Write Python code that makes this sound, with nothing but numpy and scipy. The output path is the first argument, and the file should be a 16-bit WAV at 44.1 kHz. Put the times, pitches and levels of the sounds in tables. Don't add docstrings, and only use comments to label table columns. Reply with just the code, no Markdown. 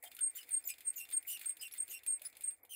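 import sys
import numpy as np
from scipy import signal
from scipy.fft import rfft, irfft
from scipy.io import wavfile

SR = 44100
rng = np.random.default_rng(int(sys.argv[2]) if len(sys.argv) > 2 else 0)


def to_wav(s):
    ch = np.atleast_2d(s).T
    pcm = np.round(np.clip(ch, -1, 1) * 32767)
    wavfile.write(sys.argv[1], SR, pcm.astype(np.int16))


N = 121275

# freq_hz, gain_db
AIR_COLOUR = [(25,-25.5), (60,-10.5), (90,-8), (160,-27), (250,-9), (320,-6), (390,-10), (490,-5),
              (570,-11), (730,-5), (1100,-16), (1700,-17), (2300,-5.5), (2800,-44)]
# pitch_hz, level_db
MOTOR_HUM = [(72,-99), (101,-93.5)]
# freq_hz, gain_db
PLUNGER_COLOUR = [(900,-17.5), (1500,-7), (2250,6), (2600,-1.5), (3000,-31), (5000,-60)]
# start_s, pitch_hz, level_db, decay_s, pitch_spread_ratio
ROD_KNOCKS = [(0.026,2110,-56.5,0.025,0.083), (.033,722,-57.5,0.035,0.11), (0.185,1482,-59,0.028,0.052),
              (.188,3004,-49,0.006,0.048), (1.249,2250,-54.5,0.011,0.063), (1.886,337.5,-73,0.02,0.1),
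              (2.211,642,-64.5,0.022,0.15), (2.648,773,-69,0.0087,.12)]
# time_s, level_db
SCRAPE_LEVELS = [(0,-79),(0.021,-72),(0.038,-45.5),(0.079,-51.5),(.095,-65),(.14,-60),(.325,-60.5),(0.388,-47.5),(0.459,-61),(.54,-49.5),(.62,-62),(0.699,-54),(.77,-68.5),(0.891,-52.5),(0.929,-58.5),(1.0,-59),(1.071,-66),(1.135,-47),(1.215,-63.5),(1.269,-56.5),(1.332,-54),(1.384,-75),(1.416,-49),(1.502,-48.5),(1.555,-66.5),(1.631,-50.5),(1.704,-68),(1.743,-51.5),(1.861,-58),(1.928,-53),(2.015,-72),(2.084,-53.5),(2.201,-63.5),(2.262,-48),(2.294,-59.5),(2.35,-73),(2.424,-53.5),(2.51,-58.5),(2.561,-68.5),(2.625,-80.5),(2.685,-81),(2.75,-60)]
# freq_hz, gain_db
ROD_COLOUR = [(600,-27),(1500,1),(2300,0),(3500,-7.5),(4800,-4),(5800,-13.5),(7500,4),(9800,5.5),(11800,-1),(14500,5.5),(15800,12.5)]
# start_s, length_s, level_db
LINK_RATTLES = [(0.342,0.052,-67), (.484,0.039,-68.5), (0.549,0.013,-70), (0.644,0.076,-77),
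                (1.116,0.021,-62), (1.406,0.045,-65), (1.48,.026,-77), (1.746,0.031,-64.5),
                (2.246,0.02,-67.5)]
# pitch_hz, gain_db
LINK_MODES = [(2100,1.5), (3020,-6.5), (3570,0.5), (4400,-2)]
# start_s, relative_treble_db, relative_body_db
PIN_CLICKS = [(0.026, -30.5, -75), (0.0378, -29.5, -51), (0.1159, -51, -47), (0.149, -31, -66),
              (0.166, -35, -49.5), (0.19, -30, -46.5), (0.4296, -40, -49), (0.4907, -30.5, -54),
              (0.579, -43, -58), (0.6396, -36, -60.5), (0.7383, -48, -49.5), (0.7824, -38, -51.5),
              (0.8061, -34, -49.5), (0.9406, -47, -54.5), (1.052, -47, -51.5), (1.089, -38.5, -52),
              (1.1018, -33, -64), (1.1112, -32, -51), (1.1357, -33, -69), (1.2266, -37.5, -56.5),
              (1.3716, -37, -44), (1.393, -28.5, -51), (1.4128, -31, -46.5), (1.465, -32, -61),
              (1.569, -34, -52), (1.6782, -36, -50.5), (1.7115, -42, -52.5), (1.737, -25.5, -50),
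              (1.7726, -41, -52.5), (1.879, -36, -52.5), (1.8876, -46, -52), (1.9894, -55, -54),
              (2.0336, -37, -54), (2.0631, -24, -46), (2.1943, -54, -56), (2.218, -28, -48),
              (2.327, -55, -55.5), (2.3515, -50, -56), (2.3682, -35, -53.5), (2.4083, -30, -55),
              (2.421, -36, -51.5), (2.506, -35.5, -59), (2.6495, -40.5, -60.5)]
# freq_hz, gain_db
CLICK_BODY_COLOUR = [(500,-11),(1100,-10),(1600,-4.5),(2400,7),(3600,4),(4500,3.5),(5800,-11.5),(7000,0),(8500,0)]
# freq_hz, gain_db
CLICK_TREBLE_COLOUR = [(5800,-28),(7500,-5),(9500,5),(11500,2),(14000,6),(15500,1)]
# pitch_hz, peak_gain_db
IRON_MODES = [(2444,5), (2752,-1), (3550,8.5), (4150,0.5), (5032,7.5), (5506,-3), (6285,6), (7136,-4),
              (8011,-4.5), (8537,-5.5), (10000,-1.5), (14780,-9)]
# start_s, length_s,
# first_hz, last_hz, level_db, octave_level_db
JOINT_CHIRPS = [(0.057,.026,3185,3200,-60.5,-91), (0.354,0.026,7070,7460,-54.5,-46),
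                (0.405,0.031,4990,5170,-71,-70), (.639,0.0069,5130,5120,-63,-65),
                (.65,0.039,7230,7210,-56.5,-49), (0.672,0.0096,7200,6920,-47,-35.5),
                (0.695,0.028,5060,5030,-62.5,-71), (0.961,0.016,7150,7160,-52,-45),
                (.972,0.023,6680,6640,-53,-46.5), (1.272,0.039,7160,7300,-60.5,-43),
                (1.597,0.03,4956,5075,-60,-85), (1.622,0.012,8180,8030,-46,-56),
                (1.72,.013,5360,5710,-62,-50), (1.898,0.025,6850,6470,-55,-49),
                (2.252,0.022,5020,4910,-57.5,-44), (2.635,0.0035,6060,5820,-99,-51)]
# rasp_clears_s, slip_s, before_hz, after_hz, stutter_depth
CREAK_SLIPS = [(.385,.405,3010,2900,.3), (.712,.704,2715,2645,2), (.998,1.0,2800,2750,.3),
               (1.328,1.362,2935,2740,.45), (1.63,1.648,2990,2750,.6), (1.936,1.932,2950,2745,.6),
               (2.68,2.737,3115,2760,.5)]
# time_s, relative_fundamental_db, relative_overtones_db
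CREAK_CURVES = [
    [(0.362, -83, -56), (0.388, -50.5, -52), (0.425, -64.5, -89)],
    [(0.685, -61, -49), (0.703, -51, -44.5), (0.735, -67, -62)],
    [(0.978, -65.5, -57), (1.01, -54.5, -46.5), (1.054, -61.5, -61)],
    [(1.279, -59.5, -53), (1.333, -50, -43), (1.372, -55, -53)],
    [(1.612, -62, -51.5), (1.634, -48, -51.5), (1.677, -59, -54.5)],
    [(1.908, -61.5, -52.5), (1.948, -54, -49.5), (1.984, -61, -57.5)],
    [(2.693, -68, -61.5), (2.719, -55, -49), (2.75, -55, -49.5)],
]
CREAK_HARMONICS = [-18.5, -4.5, -10, -8]
# freq_hz, gain_db
RASP_COLOUR = [(1500,-40),(2500,-7),(4500,-5.5),(5800,-7.5),(7000,-5),(9000,8),(11500,5.5),(13500,2.5),(15500,4.5)]
# peak_s, width_s, level_db, pitch_hz
WHISTLE_SWELLS = [(0.219,0.023,-33.5,8580), (0.242,0.033,-30,8520), (0.271,0.039,-33.5,8575),
                  (0.301,0.012,-43,8470), (0.512,0.011,-42,8770), (0.521,0.0079,-36,8700),
                  (0.533,0.013,-35,8570), (0.547,0.024,-30,8520), (0.573,0.026,-33.5,8550),
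                  (0.599,0.012,-52,8370), (0.862,0.028,-47,8740), (0.883,0.031,-32.5,8490),
                  (0.905,0.0075,-33,8525), (1.144,0.037,-35.5,8555), (1.175,0.021,-29,8530),
                  (1.187,0.016,-50,8430), (1.468,0.024,-36,8550), (1.489,0.0064,-39,8600),
                  (1.497,0.012,-33,8530), (1.512,0.049,-44.5,8580), (1.789,0.0218,-41.5,8530),
                  (1.807,0.015,-31.5,8510), (1.829,0.019,-37.5,8630), (2.088,0.034,-32.5,8510),
                  (2.109,0.025,-33,8600), (2.134,0.039,-33.5,8500), (2.152,0.044,-44,8560),
                  (2.445,0.016,-35.5,8470), (2.461,0.038,-43.5,8580), (2.486,0.027,-34.5,8540),
                  (2.522,0.053,-50,8650)]
# freq_hz, gain_db
FRICTION_COLOUR = [(6500,-33),(7800,-4.5),(8500,0.5),(9200,1),(10500,-5),(12000,-24.5),(15000,-14)]


def undb(db):
    return 10 ** (np.asarray(db) / 20)


def unit(x):
    return x / np.sqrt(np.mean(x ** 2))


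def clock():
    return np.arange(N) / SR


def walk(rate_hz):
    f = np.fft.rfftfreq(N, 1 / SR)
    return unit(irfft(rfft(rng.standard_normal(N)) / (1 + (f / rate_hz) ** 4), N))


def noise(colour):
    hz, db = np.array(colour, float).T
    f = np.fft.rfftfreq(N, 1 / SR) + 1
    gain = undb(np.interp(np.log(f), np.log(hz), db))
    return unit(irfft(rfft(rng.standard_normal(N)) * gain, N))


def gate(start, end, edge_s=0.00062):
    t = clock()
    return np.clip(np.minimum(t - start, end - t) / edge_s + .5, 0, 1)


def tone(hz):
    return np.sqrt(2) * np.sin(2 * np.pi * np.cumsum(hz) / SR)


def strike(start, decay_s, attack_s=0.00096):
    age = np.maximum(clock() - start, 0)
    return np.minimum(age / attack_s, 1) * np.exp(-age / decay_s)


def open_air(level_db=-77, cutoff_hz=2970):
    wash = signal.sosfilt(signal.butter(6, cutoff_hz, fs=SR, output="sos"), noise(AIR_COLOUR))
    hum = sum(undb(db) * tone(hz * (1 + 0.037 * walk(11))) for hz, db in MOTOR_HUM)
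    return unit(wash) * undb(level_db + 2.63 * walk(21)) + hum


def wall_scatter(pump, level_db=-17.5):
    scatter = rng.standard_normal(N) * strike(0.0087, decay_s=0.0089)
    return undb(level_db) * signal.fftconvolve(pump, scatter / np.linalg.norm(scatter))[:N]


def plunger_hiss(start_s=0.021, end_s=2.55, level_db=-73.5):
    return gate(start_s, end_s, edge_s=0.018) * undb(level_db + 2 * walk(28.6)) * noise(PLUNGER_COLOUR)


def rod_knocks():
    waver = walk(266.6)
    return sum(undb(db) * strike(start, decay, attack_s=0.0023) * tone(hz * (1 + spread * waver))
               for start, hz, db, decay, spread in ROD_KNOCKS)


def rod_scrape():
    grains = unit(undb(3 * walk(190) + 1.5 * walk(45)))
    level_db = np.interp(clock(), *np.array(SCRAPE_LEVELS).T)
    return undb(level_db) * grains * noise(ROD_COLOUR)


def link_rattles(impacts_per_s=420):
    impacts = rng.random(N) < impacts_per_s / SR
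    crunch = np.zeros(N)
    for hz, db in LINK_MODES:
        ring = strike(0, decay_s=0.0011) * np.sin(2 * np.pi * hz * clock())
        crunch += undb(db) * signal.fftconvolve(impacts * rng.uniform(-1.2, 1, N), ring)[:N]
    clusters = sum(undb(db) * gate(start, start + length, edge_s=0.0065)
                   for start, length, db in LINK_RATTLES)
    return unit(crunch) * clusters


def pin_clicks(body_gain_db=-1.5, treble_gain_db=-15):
    shape = strike(0, decay_s=.0028) + undb(-11.5) * strike(0, decay_s=0.02)
    start, treble_db, body_db = np.array(PIN_CLICKS).T
    out = np.zeros(N)
    for db, colour in ((body_db + body_gain_db, CLICK_BODY_COLOUR),
                       (treble_db + treble_gain_db, CLICK_TREBLE_COLOUR)):
        hits = np.bincount((start * SR).astype(int), undb(db), N)
        out += signal.fftconvolve(hits, shape)[:N] * noise(colour)
    return out


def ironwork(drive, decay_s=0.0086):
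    t = clock()
    modes = sum(undb(db) * np.cos(2 * np.pi * hz * t) for hz, db in IRON_MODES)
    ring = modes * np.exp(-t / decay_s) * 2 / (decay_s * SR)
    return drive + signal.fftconvolve(drive, ring)[:N]


def joint_chirps(roughness=.52, smear_hz=440):
    t, out = clock(), np.zeros(N)
    waver = 1 + .007 * walk(450)
    steady = np.sqrt(2 * (1 - roughness ** 2))
    smear, octave_smear = (steady + roughness * (walk(rate) + 1j * walk(rate))
                           for rate in (smear_hz, 2 * smear_hz))
    for start, length, first_hz, last_hz, db, octave_db in JOINT_CHIRPS:
        envelope = gate(start, start + length, edge_s=0.0096)
        now = envelope > 0
        hz = np.interp(t[now], [start, start + length], [first_hz, last_hz]) * waver[now]
        phasor = np.exp(2j * np.pi * np.cumsum(hz) / SR)
        squeal = undb(db) * phasor * smear[now] + undb(octave_db) * phasor ** 2 * octave_smear[now]
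        out[now] += envelope[now] * squeal.imag
    return out


def joint_creak(chatter_hz=218.6, slip_s=.007, clear_s=0.0134):
    t = clock()
    sounding = sum(gate(curve[0][0], curve[-1][0]) for curve in CREAK_CURVES)
    times, *levels = np.concatenate(CREAK_CURVES).T
    fundamental_db, overtones_db = (np.interp(t, times, db) for db in levels)
    hz, rough, stutter = np.zeros((3, N))
    for curve, (clears, slips, before_hz, after_hz, depth) in zip(CREAK_CURVES, CREAK_SLIPS):
        stroke = gate(curve[0][0] - .02, curve[-1][0] + .02)
        held = .5 - .5 * np.tanh((t - slips) / slip_s)
        hz += stroke * (after_hz + (before_hz - after_hz) * held)
        rough += stroke * (.5 - .5 * np.tanh((t - clears) / clear_s))
        stutter += stroke * depth
    grip = tone(chatter_hz * (1 + .05 * walk(77)))
    chatter = unit(1 + 0.48 * (0.28 + 0.19 * rough) * grip)
    bursts = np.exp(stutter * grip / np.sqrt(2)) / np.sqrt(np.i0(2 * stutter))
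    pitch = hz * (1 + 0.01174 * walk(400) - .006 * grip + 0.0217 * rough * walk(640))
    harmonics = sum(undb(db + 4.6 * walk(190)) * tone(k * pitch)
                    for k, db in enumerate(CREAK_HARMONICS, start=2))
    half_harmonics = sum(undb(-8.5 + 2 * walk(90)) * tone(k * pitch) for k in (2.5, 3.5, 4.5))
    rasp = noise(RASP_COLOUR) * (rough * undb(-0.5) + undb(-8))
    fundamental = undb(fundamental_db - 1.5 + 2.2 * walk(100)) * tone(pitch)
    overtones = harmonics * (1 - 0.28 * rough) + half_harmonics * rough + rasp
    return sounding * (bursts * fundamental + chatter * undb(overtones_db) * overtones)


def pivot_whistle(edge_db=-13, hiss_db=-24):
    t = clock()
    power, weighted_hz = np.zeros((2, N))
    for peak, width, db, hz in WHISTLE_SWELLS:
        now = np.abs(t - peak) < 2 * width
        swell = undb(db + edge_db * np.abs(2 * (t[now] - peak) / width) ** 2.53) ** 2
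        power[now] += swell
        weighted_hz[now] += swell * hz
    pitch = weighted_hz / np.maximum(power, np.finfo(float).tiny)
    whistle = tone(pitch * (1 + .0018 * walk(260)))
    flutter = undb(.3 * walk(152))
    return np.sqrt(power) * flutter * (whistle + undb(hiss_db) * noise(FRICTION_COLOUR))


def scene():
    pump = pivot_whistle() + ironwork(joint_creak() + joint_chirps() + pin_clicks() + rod_scrape())
    pump += link_rattles() + link_rattles()
    pump += rod_knocks() + plunger_hiss()
    return (pump + wall_scatter(pump) + open_air())[None]


def record(dry, cutoff_hz=15450):
    return signal.sosfilt(signal.ellip(8, .2, 70, cutoff_hz, fs=SR, output="sos"), dry)


dry = scene()
out = record(dry)
to_wav(out)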